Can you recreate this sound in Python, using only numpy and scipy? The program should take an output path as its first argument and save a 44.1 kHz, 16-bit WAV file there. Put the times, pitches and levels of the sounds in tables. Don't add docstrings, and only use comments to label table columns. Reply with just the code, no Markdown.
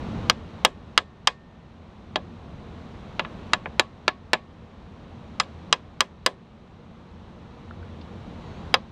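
import sys
import numpy as np
from scipy import signal
from scipy.fft import rfft, irfft, next_fast_len
from scipy.io import wavfile
from scipy.ndimage import uniform_filter1d, map_coordinates

SR = 44100
rng = np.random.default_rng(int(sys.argv[2]) if len(sys.argv) > 2 else 0)


def master(y):
    cut = np.clip(np.atleast_2d(y).T, -1, 1)
    pcm = np.round(cut * 32767)
    wavfile.write(sys.argv[1], SR, pcm.astype(np.int16))


N = 392931
TIME = np.arange(N) / SR
AGE = TIME[:int(.7 * SR)]


def from_db(db):
    return 10 ** (np.asarray(db) / 20)


def rms_one(x):
    return x / np.sqrt(np.mean(x ** 2) + 1e-20)


def at_hz(points, hz):
    points = np.array(points)
    return np.interp(np.log(hz), np.log(points[:, 0]), points[:, 1])


def drift(rate):
    knots = rng.standard_normal(int(rate * N / SR) + 4)
    return rms_one(map_coordinates(knots, [TIME * rate + 1], order=2, mode="nearest"))


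def decay(t60):
    return from_db(-60 * np.minimum(AGE / t60, 4))


def coloured(x, spectra):
    size = 2 * next_fast_len(len(x))
    hz = np.maximum(np.arange(size // 2 + 1) * SR / size, 1)
    total_db = sum(at_hz(points, hz) for points in spectra)
    cepstrum = irfft(np.log(from_db(total_db)))
    cepstrum[1:size // 2] *= 2
    cepstrum[size // 2 + 1:] = 0
    return irfft(rfft(x, size) * np.exp(rfft(cepstrum)), size)[:len(x)]



# pitch_hz [Hz], density_db [dB per Hz]
AIR_SPECTRUM = [(12, -21.5), (25, -12.5), (60, -0.5), (95, -3.5), (135, -3), (225, -2), (265, -9),
                (520, -13.5), (1100, -17), (1650, -25.5), (4000, -31), (4900, -40.5), (6000, -41.5),
                (12000, -65.5), (16000, -72)]
# time_s [s], level_db [dB]
AIR_SWELL = [(0, -34.5), (2.8, -32), (4.2, -34.5), (5.5, -34), (6.5, -36.5), (8.91, -37)]


def open_air():
    wash = rms_one(coloured(rng.standard_normal(N), [AIR_SPECTRUM]))
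    time_s, level_db = np.transpose(AIR_SWELL)
    return wash * from_db(np.interp(TIME, time_s, level_db))


# peak_s [s], level_db [dB]
PUFFS = [(.15, -37.5), (2.5, -36)]
GUST_WIDTH_S = .6


def breeze(top_hz=220, lumpy_db=3.0):
    low_band = signal.butter(2, [40, top_hz], "band", fs=SR, output="sos")
    rumble = signal.sosfilt(low_band, rng.standard_normal(N))
    lumpy = rumble * from_db(lumpy_db * drift(9.2))
    swell = sum(from_db(level_db) * np.exp(-((TIME - peak_s) / GUST_WIDTH_S) ** 2)
                for peak_s, level_db in PUFFS)
    return rms_one(lumpy) * swell


# pitch_hz [Hz], level_db [dB]
HUM_LINES = [(86.1, -42), (172.3, -47.5), (229, -49), (335, -57.5), (476, -55.5), (3885, -71)]


def far_motor(fading_per_s=16):
    hum = np.zeros(N)
    for pitch_hz, level_db in HUM_LINES:
        angle = 2 * np.pi * pitch_hz * TIME
        line = drift(fading_per_s) * np.sin(angle) + drift(fading_per_s) * np.cos(angle)
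        hum += from_db(level_db) * line
    return hum


CONTACT_DB = -6.5


def contact_spike():
    spike = 1. * (AGE == 0)
    return from_db(CONTACT_DB) * np.sqrt(SR / 2) * rms_one(spike)


def third_octaves(low_hz):
    edges = np.geomspace(low_hz, 17000, int(3 * np.log2(17000 / low_hz)) + 1)
    bands = []
    for low, high in zip(edges, edges[1:]):
        band = signal.butter(2, [low, high], "band", fs=SR, output="sos")
        bands.append((np.sqrt(low * high), high - low, band))
    return bands


# pitch_hz [Hz], t60_s [s]
CRACK_DECAY = [(500, .02), (3000, 0.017), (9000, 0.0097)]
# pitch_hz [Hz], t60_s [s]
BLOCK_DECAY = [(200, 0.14), (600, 0.16), (1300, 0.036), (3000, 0.039), (7000, 0.015), (14000, 0.016)]
# pitch_hz [Hz], level_db [dB]
SCATTERED_TAIL = [(500, -23), (3500, -22), (6000, -26), (9000, -31), (14000, -29.5)]
# pitch_hz [Hz], level_db [dB]
DENSE_SHARE = [(250, -3), (700, -5.5), (2500, -1), (6000, -2.5), (12000, -1.5)]
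CRACK_DB, BODY_DB = -4.5, -6.5
TAIL_T60_S = .17


def dense_ring(bands):
    out = np.zeros(len(AGE))
    white = rng.standard_normal((2, len(AGE)))
    for k, (hz, width, band) in enumerate(bands):
        stages = [(CRACK_DB, at_hz(CRACK_DECAY, hz)), (BODY_DB, at_hz(BLOCK_DECAY, hz)),
                  (at_hz(SCATTERED_TAIL, hz), TAIL_T60_S)]
        power = sum((from_db(db) * rms_one(decay(t60))) ** 2 for db, t60 in stages)
        noise = signal.sosfilt(band, white[k % 2] * np.sqrt(power))
        out += from_db(at_hz(DENSE_SHARE, hz)) * np.sqrt(width) * rms_one(noise)
    return out


MODE_SPREAD_DB = 1.5


def mode(hz, db, t60):
    share = from_db(db + rng.normal(0, MODE_SPREAD_DB)) * rng.choice([-1, 1])
    return share * np.sqrt(hz / 10) * rms_one(np.sin(2 * np.pi * hz * AGE) * decay(t60))


# pitch_hz [Hz], t60_s [s], bolt_db [dB], crankcase_db [dB]
IRON_MODES = [(335, 0.033, -5.5, 9), (391, 0.34, -3.5, -14), (523, .1, 2, -8.5), (623, 0.051, -2, 5),
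              (744, 0.077, -1.5, 4.5), (865.4, 0.049, 2, 6.5), (1024, 0.089, 0.5, -0.5),
              (1113, 0.22, -13.5, -7), (1160, 0.017, 3.5, -2.5), (1285.5, 0.042, 0.5, -6),
              (1390, 0.011, -7.5, 5.5), (1620, .08, -2, -4), (1712, .05, 0, 6.5), (2017, 0.052, -2.5, -6.5),
              (2250, 0.011, -5, 1), (2514, 0.088, -8.5, -14), (2720, 0.02, 1, -0.5),
              (2890, 0.02, 6.5, -20.5), (3266, 0.041, 2, -4), (3440, .07, -9, -16.5), (3820, 0.04, -5.5, 0),
              (4800, 0.012, -2, 0), (4956, 0.028, 4, -9), (5830, 0.028, -4, -8), (7080, 0.037, -9, -1.5),
              (8670, 0.021, -5, 2)]
MODES_DB = -1.5
SEATING_SHIFT = .005


def iron_modes(place):
    return sum(mode(hz * rng.normal(1, SEATING_SHIFT), MODES_DB + place_db[place], t60)
               for hz, t60, *place_db in IRON_MODES)


# pitch_hz [Hz], relative level_db [dB], t60_s [s]
STEEL_MODES = [(1817, -17.5, 1.2), (1872, -25, .5), (7235, -25, .22), (7720, -22, .14)]


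def steel_ring(linger_db):
    return sum(mode(hz, linger_db + db, t60) for hz, db, t60 in STEEL_MODES)


CONTACT_FALL_DB_PER_OCTAVE = 24.5
THUD_FULL_HZ, THUD_END_HZ = 456, 1100


def contact_colour(contact_ms, thud_db):
    hz = np.geomspace(100, 17000, 60)
    corner_hz = 1000 / contact_ms
    fall_db = CONTACT_FALL_DB_PER_OCTAVE * np.log2(hz / corner_hz)
    roll_off_db = -10 * np.log10(1 + 10 ** (fall_db / 10))
    shelf_db = at_hz([(THUD_FULL_HZ, thud_db), (THUD_END_HZ, 0)], hz)
    return np.column_stack([hz, roll_off_db + shelf_db])


# pitch_hz [Hz], density_db [dB per Hz]
BLOCK_SPECTRUM = [(60, -27), (200, -12.5), (350, -9), (550, -2.5), (750, -3.5), (1200, 1.5), (1600, -6),
                  (2200, -3.5), (2900, -4.5), (4000, -6), (5500, -14), (8700, -21.5), (9900, -34.5),
                  (16000, -44.5)]
# pitch_hz [Hz], level_db [dB]
PLACE_SPECTRA = [
    [(1100, 1), (1800, 2.5), (2500, -0.5), (5200, 4), (9000, 8.5), (14000, 10.5)],
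    [(1100, -1.5), (1800, 0.5), (2500, 0.5), (5200, 0.5), (9000, 6.5), (14000, 6.5)],
]


def blow(colour, linger_db, place, bands):
    out = contact_spike() + dense_ring(bands) + iron_modes(place) + steel_ring(linger_db)
    out = coloured(out, [BLOCK_SPECTRUM, PLACE_SPECTRA[place], colour])
    return out / np.sqrt(np.mean(out[:int(.008 * SR)] ** 2))


# start_s [s], level_db over the first 8 ms [dB], contact_ms [ms], thud_db [dB],
# place [0 rod bolt, 1 inside the crankcase]
HAMMER_BLOWS = [(.298, -9.5, 0.14, -2, 0), (0.6491, -2, 0.06, 2, 0), (.977, 2.5, 0.12, -0.5, 0),
                (1.273, 4, 0.13, -5.5, 0), (2.1585, -5.5, 0.2, 12, 1), (3.1947, -12, 0.24, 4.5, 1),
                (3.2488, -25.5, 0.34, -5, 1), (3.534, -6, 0.16, -1.5, 1), (3.6584, -19, 0.45, 5.5, 1),
                (3.7958, -1.5, 0.15, 3, 1), (4.0799, -1, 0.19, 2, 1), (4.333, 0, 0.15, 5, 1),
                (5.3998, -6, 0.14, -4.5, 0), (5.7268, -2, 0.13, -3.5, 0), (6.0063, -0.6, 0.076, 0.5, 0),
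                (6.2626, -0.43, 0.079, 3.5, 0), (8.7412, -7.5, 0.2, 2, 0)]
# struck on the bolt, inside the crankcase [dB]
STEEL_RING_DB = [-5, -3.5]
RING_LOSS_DB_PER_S = 1.2


def hammer():
    out = np.zeros(N + len(AGE))
    bands = third_octaves(110)
    for start_s, level_db, contact_ms, thud_db, place in HAMMER_BLOWS:
        place, start = int(place > .5), int(start_s * SR)
        linger_db = STEEL_RING_DB[place] - RING_LOSS_DB_PER_S * start_s
        knock = blow(contact_colour(contact_ms, thud_db), linger_db, place, bands)
        out[start:start + len(AGE)] += from_db(level_db) * knock
    return out[:N]


GROUND_DELAY_S, GROUND_DB, GROUND_CUT_HZ = 0.011, -19, 2000


def ground_echo(x):
    late = np.interp(TIME - GROUND_DELAY_S, TIME, x, left=0)
    dull = signal.butter(1, GROUND_CUT_HZ, fs=SR, output="sos")
    return from_db(GROUND_DB) * signal.sosfilt(dull, late)


# start_s [s], level_db of the noise before its octave filter [dB],
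# pitch_hz [Hz], t60_s [s], ring_db of the sine's peak against that noise [dB]
LOOSE_TICKS = [(5.403, -36, 7250, 0.076, 4), (5.433, -22, 2900, 0.043, -14), (7.7092, -28, 1365, 0.02, 4),
               (7.828, -34, 1500, .035, -2), (8.012, -37, 3530, .08, -16)]


def ticks():
    out = np.zeros(N + len(AGE))
    for start_s, level_db, hz, t60, ring_db in LOOSE_TICKS:
        start = int(start_s * SR)
        octave = signal.butter(4, [hz / np.sqrt(2), hz * np.sqrt(2)], "band", fs=SR, output="sos")
        ring = from_db(ring_db) * np.sin(2 * np.pi * hz * AGE)
        touch = (rng.standard_normal(len(AGE)) + ring) * decay(t60)
        out[start:start + len(AGE)] += from_db(level_db) * signal.sosfilt(octave, touch)
    return out[:N]


SQUEAK_START_S, SQUEAK_LENGTH_S, SQUEAK_DB = 8.38, 0.31, -62
SQUEAK_HZ, SQUEAK_SAG = 2400, .11


def squeak(waver=.0064, overtone_db=-7):
    swell = np.sin(np.pi * np.clip((TIME - SQUEAK_START_S) / SQUEAK_LENGTH_S, 0, 1))
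    pitch_hz = SQUEAK_HZ * (1 - SQUEAK_SAG * swell ** 2) * (1 + waver * drift(150))
    phase = 2 * np.pi * np.cumsum(pitch_hz) / SR
    second, third = np.sin(2 * phase), np.sin(3 * phase)
    return from_db(SQUEAK_DB) * swell * (second + from_db(overtone_db) * third)


def scene():
    background = open_air() + breeze() + far_motor()
    knocks = hammer()
    return (background + knocks + ground_echo(knocks) + ticks() + squeak())[None]


GAIN_KNEE_DB, GAIN_SLOPE = -17, 0.73
RELEASE_DB_PER_S, ATTACK_S = 5, 0.039


def gain_control(x):
    power = uniform_filter1d(x[0] ** 2, int(.004 * SR))
    level_db = 10 * np.log10(np.maximum(power, 1e-12))
    wanted_db = GAIN_SLOPE * np.maximum(level_db - GAIN_KNEE_DB, 0)
    released_db = RELEASE_DB_PER_S * TIME
    held_db = np.maximum.accumulate(wanted_db + released_db) - released_db
    r = np.exp(-1 / (ATTACK_S * SR))
    return x * from_db(-signal.lfilter([1 - r], [1, -r], held_db))


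CUTOFF_HZ = 16200


def record(dry):
    x = gain_control(dry)
    clipped = x / (1 + x ** 8) ** (1 / 8)
    return signal.sosfilt(signal.ellip(10, .1, 80, CUTOFF_HZ, fs=SR, output="sos"), clipped)


dry = scene()
out = record(dry)
master(out)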